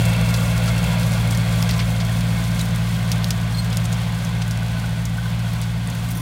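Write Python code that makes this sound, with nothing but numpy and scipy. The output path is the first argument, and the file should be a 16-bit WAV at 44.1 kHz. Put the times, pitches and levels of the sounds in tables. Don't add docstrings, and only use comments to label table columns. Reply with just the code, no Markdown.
import sys
import numpy as np
from scipy import signal
from scipy.fft import rfft, irfft
from scipy.io import wavfile
from scipy.ndimage import uniform_filter1d

SR = 44100
rng = np.random.default_rng(int(sys.argv[2]) if len(sys.argv) > 2 else 0)


def decibels_to_gain(level_db):
    exponent = np.asarray(level_db, float) / 20
    return 10 ** exponent


def bounce(signal):
    frames = np.transpose(np.atleast_2d(signal))
    limited = np.clip(frames, -1, 1)
    pcm = np.round(limited * 32767).astype(np.int16)
    wavfile.write(sys.argv[1], SR, pcm)


N = 273861
T = np.arange(N) / SR
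CLANG_CYCLES = 95


def unit(x):
    return x / np.sqrt(np.mean(x ** 2))


def colour(x, points):
    hz, db = np.transpose(points)
    log_hz = np.log(np.maximum(np.arange(N // 2 + 1) * SR / N, 1))
    gain = decibels_to_gain(np.interp(log_hz, np.log(hz), db, left=-90, right=-90))
    return unit(irfft(rfft(x) * gain, N))


def walk(rate):
    hold = int(SR / rate)
    steps = np.repeat(rng.standard_normal(N // hold + 1), hold)
    return unit(uniform_filter1d(uniform_filter1d(steps, hold), hold)[:N])


def ring(x, hz, t60):
    r = np.exp(-np.log(1000) / (max(t60, .001) * SR))
    w = 2 * np.pi * hz / SR
    return signal.lfilter([0, np.sin(w)], [1, -2 * r * np.cos(w), r * r], x)


def grit(rate, spread_db):
    chance = rng.random((3, N))
    size = decibels_to_gain(spread_db * np.minimum(-np.log(1 - chance[2]), 4))
    return (chance[0] < rate / SR) * np.sign(chance[1] - .5) * size


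def add(out, at, sound):
    i = int(at * SR)
    out[i:i + len(sound)] += sound[:N - i]


def receding(db, fall, lag_s=0.):
    pass_m, speed_m_s, nearest_s = 4.64, 2.38, 0.02
    distance_m = np.hypot(pass_m, speed_m_s * (T - nearest_s - lag_s))
    return decibels_to_gain(db) * (distance_m / pass_m) ** -fall


def knocks(table, cycles):
    out, t = np.zeros(N), T[:16384]
    for at, db, hz in table:
        push = 1 - np.exp(-t * hz / 2)
        add(out, at, decibels_to_gain(db) * push * decibels_to_gain(-60 * t * hz / cycles) * np.sin(2 * np.pi * hz * t))
    return out


def soil(turn):
    # f/Hz, level/dB
    hiss_spectrum = [(2650, -6), (4500, -4.5), (5900, -4.5), (9120, -5), (12700, -10.5), (15000, -10.5),
                     (16000, -12)]
    swell_s, swell_db, swell_rise_s = 5.85, 3.5, 0.092
    knock = 1 + .12 * np.exp(3 * (np.cos(turn - 1.7) - 1))
    ticks = np.abs(grit(70, spread_db=3.5))
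    crumbs = unit(signal.lfilter([1], [1, -np.exp(-1 / (.0018 * SR))], ticks))
    flicker = decibels_to_gain(.7 * walk(14) + .9 * walk(45)) * knock + .29 * crumbs
    swell = swell_db / (1 + np.exp((swell_s - T) / swell_rise_s))
    return receding(-36.5 + swell, 0.9) * colour(rng.standard_normal(N) * flicker, hiss_spectrum)


def roar(turn, far):
    # f/Hz, level per Hz/dB
    near_spectrum = [(330, -10), (367, -9.5), (504, 5), (900, -2.5), (1240, -11.5), (1420, 1.5),
                     (1770, -9.5), (2180, -4), (2450, -3.5), (3000, -13.5), (3400, -5.5), (3950, -12),
                     (4300, -7), (5200, -20.5), (7000, -62)]
    # f/Hz, level per Hz/dB
    far_spectrum = [(330, -6.5), (380, -9.5), (500, -3.5), (726, -2), (1010, -5.5), (1280, -8.5),
                    (1500, -3.5), (1750, -14.5), (2100, -6.5), (3000, -9.5), (3400, -7.5), (3950, -12),
                    (4300, -11), (5200, -19), (7000, -24.5)]
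    # f/Hz, level close by/dB, level far off/dB, t60/s
    disc_modes = [(507, -3, -7.5, 0.096), (655, 0, -4.5, 0.23), (719, -11, -1.5, 0.19), (936, -25, -14, .3),
                  (972, -3, -13, 0.65), (1030, -6.5, -1, 0.43), (1150, 0.5, -2.5, 0.042),
                  (1400, 1, -21, .14), (1500, -11, 0, 0.1), (1587, -9, -3, 0.18), (1635, -3.5, -2.5, 0.15),
                  (1835, -5, -2.5, 0.089), (1986, -6, -3, 0.047), (2140, 1.5, -4.5, 0.15),
                  (2206, 2, -10, 0.1), (2586, -12, -6, 0.12), (2677, 4.5, -20, 0.05),
                  (2780, -6, -18, 0.088), (3284, 3.5, -3.5, 0.016), (3470, -9, -8, 0.06)]
    roar_db, harrow_lag_s = -32.5, 0.27
    floor_share = 0.22
    throb = 1 + .05 * np.cos(turn) + .05 * np.cos(4 * turn)
    air = rng.standard_normal(N) * throb * decibels_to_gain(.8 * walk(9))
    body = (1 - far) * colour(air, near_spectrum) + far * colour(air, far_spectrum)
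    discs = 0
    for hz, near_db, far_db, t60 in disc_modes:
        level = decibels_to_gain(near_db + far * (far_db - near_db) + 1.2 * walk(4))
        discs = discs + level * unit(ring(grit(500, spread_db=2.5), hz, t60))
    level = receding(roar_db, 0.98, harrow_lag_s) + floor_share * decibels_to_gain(roar_db)
    return level * (body + decibels_to_gain(-12.5) * discs)


def jolts():
    # t/s, peak/dB, f/Hz
    thumps = [
        (.03, -51, 120),
        (.53, -28, 108),
        (1.2, -34, 205),
        (6.12, -34, 298),
        (6.155, -29.5, 336),
        (6.19, -29, 290),
    ]
    return knocks(thumps, cycles=27)


def scrapes():
    # t/s, length/s, level/dB, centre f/Hz
    drags = [(0.34, 0.033, -46, 4440), (0.674, 0.026, -39, 4000), (1.69, 0.02, -33, 3060),
             (1.72, 0.027, -38.5, 3430), (1.791, 0.012, -30.5, 2400), (1.799, 0.03, -35.5, 2300),
             (1.999, 0.027, -37.5, 2920), (2.586, 0.035, -45, 4500), (3.124, 0.011, -45, 4700),
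             (4.416, 0.015, -37.5, 3370), (3.85, .008, -39, 5000), (5.392, 0.012, -48.5, 7000),
             (5.53, 0.0088, -49, 8000), (5.618, 0.028, -44, 3960), (5.948, 0.0091, -46, 8200)]
    out = np.zeros(N)
    ragged = rng.standard_normal(N) * decibels_to_gain(2.5 * walk(300))
    for at, length, db, hz in drags:
        band = signal.butter(2, [hz / 1.9, hz * 1.9], "band", fs=SR, output="sos")
        t = T[:4096] / length
        shape = np.minimum(8 * t, 1) * np.exp(-t ** 3)
        add(out, at, decibels_to_gain(db + 12) * shape * signal.sosfilt(band, ragged[int(at * SR):][:4096]))
    return out


def squeak():
    # centre t/s, level/dB, half length/s
    catches = [
        (3.549, -33, 0.004),
        (3.58, -46, 0.035),
        (3.592, -29.5, 0.011),
    ]
    pitch_hz, rise_hz_s, late_s = 4220, 500, 0.006

    def swell(late):
        return sum(decibels_to_gain(db) * np.exp(-((T - at - late * min(half / .012, 1)) / half) ** 2)
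                   for at, db, half in catches)

    hz = pitch_hz + rise_hz_s * np.clip(T - catches[-1][0], 0, .05)
    phase = 2 * np.pi * np.cumsum(hz * (1 + 0.0042 * walk(210))) / SR
    cage = decibels_to_gain(-14 + 3 * walk(200)) * np.sin(1.115 * phase)
    tone = np.sin(phase) + cage
    overtones = decibels_to_gain(-9) * np.sin(2 * phase) + decibels_to_gain(-18) * np.sin(3 * phase)
    return np.sqrt(2) * (swell(0) * tone + swell(late_s) * overtones)


def clangs():
    # t/s, peak/dB, f/Hz
    struck = [
        (.68, -25, 1360),
        (1.807, -22, 2200),
        (2.09, -26, 1830),
        (2.593, -22, 4080),
        (2.608, -20, 3850),
        (4.09, -32, 1876),
    ]
    return knocks(struck, CLANG_CYCLES)


def loose_disc():
    # t/s, peak/dB
    blows = [(4.47, -35), (4.52, -38), (4.624, -31), (4.69, -37), (4.765, -29.5), (4.84, -31), (5.182, -22),
             (5.225, -31), (5.255, -26), (5.4, -35), (5.465, -29)]
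    pitched = [(at, db, 1495 * (1 + 0.018 * rng.standard_normal())) for at, db in blows]
    return knocks(pitched, CLANG_CYCLES)


def pebbles():
    count, crowd = 36, 1.7
    u = rng.random((count, 4))
    at = T[-1] * ((np.arange(count) + u[:, 0]) / count) ** crowd
    peak_db = -22 - 1.0 * at - 7 * u[:, 1]
    ring_hz = 4500 + 4000 * u[:, 2]
    return list(zip(at, peak_db, ring_hz, -8 - 8 * u[:, 3]))


def stones():
    # t/s, peak/dB, ring f/Hz, gritty tail/dB
    hits = [(0.054, -17.5, 8100, -7), (0.3408, -12.5, 4570, -2), (0.679, -22, 4650, -12),
            (1.0316, -17, 4640, -6), (1.137, -17, 5780, -13), (1.3095, -17.5, 8000, -7),
            (1.3488, -16, 5400, -11), (1.3747, -17.5, 7700, -15), (1.6265, -8.5, 5760, -22),
            (1.691, -18, 5600, -16), (1.7105, -12.5, 5000, -7), (2.0497, -21, 5650, -18),
            (2.2082, -17, 4920, -12), (2.594, -16, 5130, -5), (2.613, -21, 9200, -7),
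            (3.1173, -7, 5200, -7.5), (3.244, -8, 5270, -16), (3.3062, -8.5, 5330, -7),
            (3.7287, -17, 4840, -10), (3.771, -11.5, 7060, -15), (3.8566, -20, 8100, -8),
            (3.927, -18, 6500, -3), (4.249, -20.5, 6400, 0), (4.4796, -21.5, 8300, -12),
            (4.575, -20.5, 7000, -19), (4.5104, -16, 5900, -8), (5.0542, -17, 6400, -6),
            (5.6155, -20, 9700, -15), (5.8745, -21.5, 9300, -17), (5.901, -20, 6800, -9)]
    out, t = np.zeros(N), T[:2048]
    steep = signal.butter(2, 2600, "high", fs=SR, output="sos")
    bright = signal.butter(2, [5500, 11500], "band", fs=SR, output="sos")
    fade = 60 * t / 0.044
    for at, db, hz, tail_db in hits + pebbles():
        noise = rng.standard_normal(2048)
        snap = (noise + 3 * (t == 0)) * np.exp(-t / .0003)
        dull = signal.sosfilt(steep, ring(snap + noise * decibels_to_gain(tail_db - fade), hz, .0006))
        crack = signal.sosfilt(bright, snap + noise * decibels_to_gain(tail_db - 2 * fade))
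        both = dull / np.abs(dull).max() + decibels_to_gain(-7) * crack / np.abs(crack).max()
        add(out, at, decibels_to_gain(db + 0.5) * both)
    return out


def jingle():
    # f/Hz, level/dB, t60/s
    fitting_modes = [
        (5800, -8, 0.027),
        (6298, -6, .03),
        (9720, -0.5, .035),
        (12400, -6, .03),
        (14030, -2.5, .035),
        (14520, -7, .045),
        (14810, -7, .04),
    ]
    # t/s, level/dB, lowest mode stirred f/Hz
    shakes = [
        (6.035, -54, 14198),
        (6.063, -56, 9000),
        (6.104, -42, 0),
        (6.15, -45, 0),
        (6.17, -45, 0),
        (6.195, -47, 5),
    ]
    out, t = np.zeros(N), T[:8192]
    for at, db, low_hz in shakes:
        shake = rng.standard_normal(8192) * np.exp(-t / 0.009)
        modes = sum(decibels_to_gain(g - 9.0) * ring(shake, hz, t60) for hz, g, t60 in fitting_modes if hz > low_hz)
        rattle = decibels_to_gain(5.0) * np.diff(shake, prepend=0)
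        add(out, at, decibels_to_gain(db) * (modes + rattle))
    return out


def exhaust(turn):
    # multiple of the cycle, level/dB
    orders = [(1, -41), (2, -41), (3, -35), (4, -9), (5, -16), (6, -27), (7, -19), (8, 0), (9, -14),
              (10, -19), (11, -11), (12, -4), (13, -14.5), (14, -26), (15, -24), (16, -26)]
    cylinder_lead = (0, 3.7, .7, .7)
    # f/Hz, level/dB
    fan_lines = [(51, -28), (65, -27), (76, -25), (91, -26), (162.5, -16), (258, -31)]
    # f/Hz, level per Hz/dB
    rumble_spectrum = [(20, -22), (33, -12), (44, -18), (62, -2), (120, -1.5), (190, -3), (215, -1),
                       (250, -7), (300, -8), (350, -35), (420, -36)]
    ease_s, ease_db, ease_rise_s = 6.2, -5, 0.03
    drone = 0
    for k, db in orders[3:]:
        if k % 4 == 0:
            lag = np.pi if k == 4 else 0
            sway_db, slip = .8, .07
        else:
            lag = .6 * k - cylinder_lead[int(k) % 4] + np.pi * (k == 7)
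            sway_db, slip = 1.6, .25 + .12 * max(k - 13, 0)
            db = db - .7
        drone = drone + decibels_to_gain(db + sway_db * walk(9.3)) * np.cos(k * turn - lag + slip * walk(7.3))
    fan = sum(decibels_to_gain(db + 2.5 * walk(3.4)) * np.cos(2 * np.pi * hz * T + 0.6 * walk(5.4))
              for hz, db in fan_lines)
    rumble = decibels_to_gain(-16.2 + .8 * walk(5)) * colour(rng.standard_normal(N), rumble_spectrum)
    ease = ease_db / (1 + np.exp((ease_s - T) / ease_rise_s))
    return receding(-17 + ease, 0.52) * (unit(drone + fan) + rumble)


def scene():
    # t/s, f/Hz
    cycle_rate = [(0, 14.33), (1.5, 14.29), (2.2, 14.22), (2.8, 14.3), (3.3, 14.19), (4, 14.28),
                  (4.5, 14.2), (5.5, 14.27), (6.21, 14.25)]
    cycle_hz = np.interp(T, *np.transpose(cycle_rate))
    turn = 2 * np.pi * np.cumsum(cycle_hz * (1 + 0.0039 * walk(8))) / SR
    far = np.clip(T / 3.3, 0, 1)
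    ground = soil(turn) + roar(turn, far) + jolts() + scrapes()
    steel = squeak() + clangs() + loose_disc() + stones()
    return (ground + steel + jingle() + exhaust(turn))[None]


def roll_off(x):
    return signal.sosfilt(signal.butter(12, 17040, fs=SR, output="sos"), x)


def record(dry):
    dry = signal.sosfilt(signal.butter(2, 25, "high", fs=SR, output="sos"), dry)
    dry = signal.sosfilt(signal.ellip(10, .2, 38, 15850, fs=SR, output="sos"), dry)
    return roll_off(dry)


dry = scene()
out = record(dry)
bounce(out)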